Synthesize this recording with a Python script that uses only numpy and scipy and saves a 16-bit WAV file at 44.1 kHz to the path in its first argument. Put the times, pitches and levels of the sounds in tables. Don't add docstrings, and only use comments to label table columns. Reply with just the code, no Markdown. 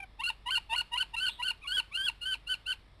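import sys
import numpy as np
from scipy import signal
from scipy.fft import rfft, irfft
from scipy.io import wavfile
from scipy.ndimage import uniform_filter1d

SR = 44100
rng = np.random.default_rng(int(sys.argv[2]) if len(sys.argv) > 2 else 0)


def materialize(psi):
    bounded = np.clip(np.atleast_2d(psi).T, -1, 1)
    quanta = np.round(bounded * 32767).astype(np.int16)
    wavfile.write(sys.argv[1], SR, quanta)


N = 132300
BREAK_HZ = 1250


def amp(db):
    return 10 ** (np.asarray(db) / 20)


def unit(x):
    return x / np.sqrt(np.mean(x ** 2) + 1e-20)


def read(points, hz):
    f, value = np.transpose(points)
    return np.interp(np.log(hz + 1), np.log(f + 1), value)


def add(mix, start_s, sound):
    part = mix[max(round(start_s * SR), 0):][:len(sound)]
    part += sound[:len(part)]


def noise(spectrum):
    gain = amp(read(spectrum, np.fft.rfftfreq(N, 1 / SR)))
    return unit(irfft(rfft(rng.standard_normal(N)) * gain, N))


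def wander(size, top_hz):
    rolloff = np.exp(-(np.fft.rfftfreq(SR, 1 / SR) / top_hz) ** 2)
    return unit(irfft(rfft(rng.standard_normal(SR)) * rolloff, SR))[:size]


def background():
    # (frequency [Hz], relative level [dB])
    bed_spectrum = [(12, -10), (20, 0), (89, -2.5), (189, -12.5), (261, -14.5), (528, -19), (1250, -18.5),
                    (1510, -29), (1730, -21), (2150, -22), (2980, -29), (3500, -21), (4470, -30.5),
                    (5400, -30), (6530, -55), (8550, -42), (12800, -53), (16700, -92), (22000, -120)]
    hum_hz = 48.5
    hum = unit(np.sin(2 * np.pi * hum_hz * np.arange(N) / SR))
    return amp(-60.5) * noise(bed_spectrum) + amp(-59.5) * hum


def yard(bird):
    # (frequency [Hz], time to fall 60 dB [s])
    decay_times = [(500, 0.4), (3000, 0.32), (6000, 0.31), (12000, 0.14)]
    # (delay [s], level [dB])
    walls = [(0.009, -16), (0.03, -25.5)]
    hz, t, bands = signal.stft(rng.standard_normal(SR), SR, nperseg=256)
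    decay = amp(-60 * t / read(decay_times, hz)[:, None])
    tail = signal.istft(bands * decay, SR, nperseg=256)[1]
    blur = np.resize(wander(SR, top_hz=220), N)
    echo = signal.fftconvolve(bird * blur, amp(-26.5) * tail / np.linalg.norm(tail))[:N]
    for delay_s, db in walls:
        add(echo, delay_s, amp(db) * bird)
    return echo


def linger(bird):
    # (frequency [Hz], relative level [dB])
    scatter_spectrum = [(300, -36), (900, -5.5), (1900, -8.5), (2600, 1.5), (3500, -9.5), (4400, -2.5),
                        (5500, -24.5), (12000, -24)]
    release_s = 0.037
    pole = np.exp(-1 / (release_s * SR))
    envelope = np.sqrt(signal.lfilter([1 - pole], [1, -pole], bird ** 2))
    return amp(-29) * envelope * noise(scatter_spectrum)


def wheeze():
    # (time [s], pitch [Hz], level [dB])
    contour = [(1.288, 3550, -56), (1.295, 3480, -41.5), (1.312, 3550, -49), (1.328, 3750, -48.5),
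               (1.346, 3550, -55), (1.365, 3450, -57), (1.385, 3650, -56.5), (1.4, 3700, -63)]
    width_hz = 420
    times, hz, db = np.transpose(contour)
    t = np.arange(times[0], times[-1], 1 / SR)
    phase = 2 * np.pi * np.cumsum(np.interp(t, times, hz)) / SR
    band = wander(len(t), width_hz) * np.cos(phase) + wander(len(t), width_hz) * np.sin(phase)
    return times[0], unit(band) * amp(np.interp(t, times, db))


def ticks():
    # (time [s], level [dB])
    cues = [(.780, -34), (1.7805, -30)]
    decay_s = 0.00065
    t = np.arange(300) / SR
    out = np.zeros(N)
    for start_s, db in cues:
        add(out, start_s, amp(db) * np.exp(-t / decay_s) * rng.standard_normal(len(t)))
    return out


def breath(calls):
    # (frequency [Hz], relative level [dB])
    air_spectrum = [(200, -18), (700, -26), (2500, -13.5), (4400, -8), (5500, -17), (9000, -23),
                    (13000, -37)]
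    envelope = np.sqrt(abs(uniform_filter1d(calls ** 2, size=300)))
    return amp(-32) * envelope * noise(air_spectrum)


def syrinx(hz, effort, jitter, dull_db):
    # (frequency [Hz], gain [dB])
    resonances = [(600, 22), (780, -9), (950, -4.5), (1100, 1), (1300, -19.5), (1380, -25), (1490, -4.5),
                  (1580, -10.5), (1660, -26), (1900, -14), (2100, -7.5), (2400, 6.5), (2650, -6),
                  (2830, 2.5), (2950, -12.5), (3030, 0.5), (3200, -10.5), (3320, -5.5), (3500, -3.5),
                  (3900, -16), (4100, -15.5), (4380, -7.5), (4600, -23), (5000, -33.5), (5600, -48.5),
                  (8000, -68)]
    soft_db, leap_hz_per_s, shimmer = -31, 30000, 0.013
    cycles = np.cumsum(hz * (1 + jitter * wander(len(hz), top_hz=650))) / SR
    low_register = np.clip((BREAK_HZ - hz) / 80 + 1, 0, 1)
    effort_db = 20 * np.log10(abs(effort) + 1e-6)
    tilt_db = dull_db + low_register * 0.27 * np.maximum(soft_db - effort_db, 0)
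    rise_hz_per_s = uniform_filter1d(np.gradient(hz) * SR, size=130).clip(0)
    leap = np.minimum(rise_hz_per_s / leap_hz_per_s, 1) ** 2
    harmonics = 0
    for k in range(1, 7):
        leap_loss_db = leap * (5 + 12 * abs(k - 2))
        low_loss_db = 4 * low_register * max(k - 3, 0)
        gain = amp(read(resonances, k * hz) - tilt_db * (k - 1) - leap_loss_db - low_loss_db)
        harmonics += gain * np.cos(2 * np.pi * (k * cycles + rng.random()))
    return effort * harmonics * (1 + shimmer * wander(len(hz), top_hz=370))


def drop(hz, effort_db):
    # (frequency [Hz], relative level [dB])
    rasp_spectrum = [(500, -22), (1900, -27), (2450, 4.5), (2800, -21), (3300, -22), (4200, -7.5),
                     (5500, -28)]
    length_s, attack_s, fade_from_s = 0.02, 0.0056, 0.0051
    fade_db_per_s, sag_hz_per_s = 1600, 5270
    t = np.arange(0, length_s, 1 / SR)
    fade_db = fade_db_per_s * np.maximum(t - fade_from_s, 0)
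    effort = np.minimum(t / attack_s, 1) * amp(effort_db - fade_db)
    swell = np.sin(np.pi * (t / length_s) ** 0.51) ** 2
    rasp = amp(-46.5) * swell * noise(rasp_spectrum)[:len(t)]
    return syrinx(hz - sag_hz_per_s * t, effort, jitter=0.012, dull_db=0) + rasp


def growl(t):
    centre_s, half_width_s, rate_hz, depth = 0.733, 0.015, 240, 0.24
    envelope = np.exp(-((t - centre_s) / half_width_s) ** 2)
    hz = rate_hz * (1 + 0.1 * wander(len(t), top_hz=162))
    return envelope, 1 + depth * envelope * np.cos(2 * np.pi * np.cumsum(hz) / SR)


def cry(contour):
    scoop_s, scoop_hz, scoop_db, fade_s = 0.012, 93.7, 21.5, 0.00233
    times, pitches, efforts_db = np.transpose(contour)
    t = np.arange(times[0] - scoop_s, times[-1] + fade_s, 1 / SR)
    t = t[t >= 0]
    scoop = np.maximum(times[0] - t, 0) / scoop_s
    hz = np.interp(t, times, pitches) - scoop_hz * scoop
    fades = np.clip(np.minimum(t - t[0], t[-1] - t) / fade_s, 0, 1)
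    effort = amp(np.interp(t, times, efforts_db) - scoop_db * scoop) * fades
    growling, flutter = growl(t)
    between_registers = np.exp(-((hz - 1230) / 90) ** 2)
    jitter = np.where(hz < BREAK_HZ, 0.0068, 0.005) + 0.018 * (growling + between_registers)
    return t[0], syrinx(hz, effort * flutter, jitter, dull_db=1.5 * growling)


def kestrel():
    # (time [s], pitch [Hz], effort [dB])
    contours = [
        [(0.0, 843, -43), (0.006, 788, -37.5), (0.015, 787, -50.5), (0.031, 798, -39), (0.044, 744, -43.5),
         (0.056, 775, -64)],
        [(0.196, 902, -37), (0.207, 912, -30.5), (0.222, 1082, -37), (0.231, 1093, -42.5), (0.236, 1372, -30),
         (0.242, 1362, -24), (0.248, 1399, -32), (0.259, 1347, -25), (0.265, 1416, -28), (0.278, 1459, -27),
         (0.28, 1478, -27), (0.287, 1475, -26), (0.297, 1351, -26.5)],
        [(0.465, 966.5, -33), (0.478, 950.5, -30.5), (0.494, 1044, -31.5), (0.501, 1068, -35.5),
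         (0.507, 1416, -26), (0.514, 1441, -25), (0.517, 1486, -29), (0.519, 1489, -27.5), (0.524, 1537, -26),
         (0.543, 1565, -26), (0.559, 1384, -24), (0.569, 1462, -23), (0.576, 1407, -26.5)],
        [(0.699, 914, -36), (0.703, 879, -35), (0.736, 928.5, -23.5), (0.753, 1024, -30), (0.759, 1403, -33),
         (0.765, 1429, -24), (0.77, 1481, -30.5), (0.781, 1450, -25), (0.788, 1395, -26), (0.796, 1430, -25),
         (0.801, 1485, -27.5), (0.809, 1432, -24.5), (0.813, 1380, -27.5)],
        [(0.922, 955, -36), (0.927, 953, -35.5), (0.942, 941.7, -28.5), (0.969, 1036, -33), (0.975, 1402, -30),
         (0.983, 1415, -26), (0.99, 1445, -27.5), (0.993, 1400, -35), (1.0, 1476, -27.5), (1.013, 1526, -23.5),
         (1.021, 1504, -26.5), (1.025, 1403, -28), (1.028, 1406, -26.5)],
        [(1.139, 940, -38), (1.146, 906, -30.5), (1.156, 981, -33.5), (1.161, 1008, -55.5), (1.166, 1358, -27),
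         (1.173, 1343, -30), (1.188, 1354, -23), (1.195, 1327, -27), (1.203, 1442, -30), (1.214, 1491, -29.5),
         (1.253, 1549, -25.5), (1.264, 1456, -27.5), (1.268, 1429, -22), (1.275, 1512, -25.5),
         (1.284, 1419, -25.7), (1.29, 1393, -25.5)],
        [(1.393, 963, -40.5), (1.403, 972.6, -30.5), (1.419, 994, -34), (1.425, 1400, -33), (1.43, 1375, -28),
         (1.454, 1514, -32.5), (1.469, 1539, -26.5), (1.484, 1401, -28.6), (1.488, 1428, -22.5),
         (1.496, 1509, -30), (1.505, 1430, -25), (1.51, 1403, -27)],
        [(1.62, 1205, -52), (1.637, 1324, -40), (1.651, 1091, -47.5), (1.665, 1147, -40.5),
         (1.672, 1381, -37.5), (1.681, 1420, -31), (1.698, 1471, -31), (1.711, 1445, -28), (1.743, 1648, -23),
         (1.763, 1643, -19.5), (1.766, 1650, -25), (1.77, 1524, -25), (1.778, 1493, -26.5), (1.787, 1512, -22),
         (1.793, 1513, -26), (1.802, 1383, -23.5)],
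        [(1.918, 1136, -48.5), (1.924, 1170, -44.5), (1.934, 1307, -38.9), (1.945, 1344, -30.5),
         (1.951, 1410, -31.5), (1.965, 1427, -26.5), (1.969, 1437, -34), (1.975, 1518, -26.5),
         (1.982, 1565, -29), (2.013, 1554, -26), (2.062, 1677, -22.5), (2.069, 1524, -26.5),
         (2.073, 1540, -29.5), (2.09, 1364, -20.5), (2.095, 1380, -43)],
        [(2.218, 1421, -38), (2.24, 1427, -32.5), (2.251, 1453, -42.5), (2.258, 1531, -31),
         (2.271, 1504, -30.3), (2.279, 1556, -27.5), (2.308, 1557, -29.5), (2.317, 1508, -30.5),
         (2.332, 1515, -27), (2.338, 1530, -29.5), (2.346, 1302, -26)],
        [(2.475, 1401, -36), (2.49, 1455, -36.5), (2.491, 1470, -31), (2.5, 1516, -30.5), (2.526, 1517, -26),
         (2.534, 1496, -28), (2.536, 1493, -30.5), (2.544, 1368, -26.5)],
        [(2.666, 1380, -33), (2.684, 1545, -30), (2.702, 1483, -28), (2.711, 1536, -25), (2.716, 1576, -25.5),
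         (2.726, 1419, -30), (2.728, 1400, -30), (2.731, 1354, -29)],
    ]
    # (time [s], pitch [Hz], effort [dB])
    falls = [(.298, 962, -26.5), (0.575, 979, -27.5), (0.811, 975, -33.5), (1.027, 970, -35.5),
             (1.290, 979, -35), (1.509, 971, -34), (1.8, 975, -33.5), (2.093, 981, -32),
             (2.348, 967, -40.5), (2.546, 960, -47), (2.732, 970, -46)]
    calls = np.zeros(N)
    for contour in contours:
        add(calls, *cry(contour))
    for start_s, hz, effort_db in falls:
        add(calls, start_s, drop(hz, effort_db))
    bird = calls + breath(calls)
    add(bird, *wheeze())
    return bird + ticks()


def scene():
    bird = kestrel()
    return (bird + yard(bird) + linger(bird) + background())[None]


def record(dry):
    hold_rate_hz, cutoff_hz = 32000, 12800
    coarse = signal.resample(dry, N * hold_rate_hz // SR, axis=1)
    held = coarse[:, np.arange(N) * hold_rate_hz // SR]
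    lowpass = signal.firwin(511, cutoff_hz, window=("kaiser", 9), fs=SR)
    return signal.oaconvolve(held, lowpass[None], "same")


dry = scene()
out = record(dry)
materialize(out)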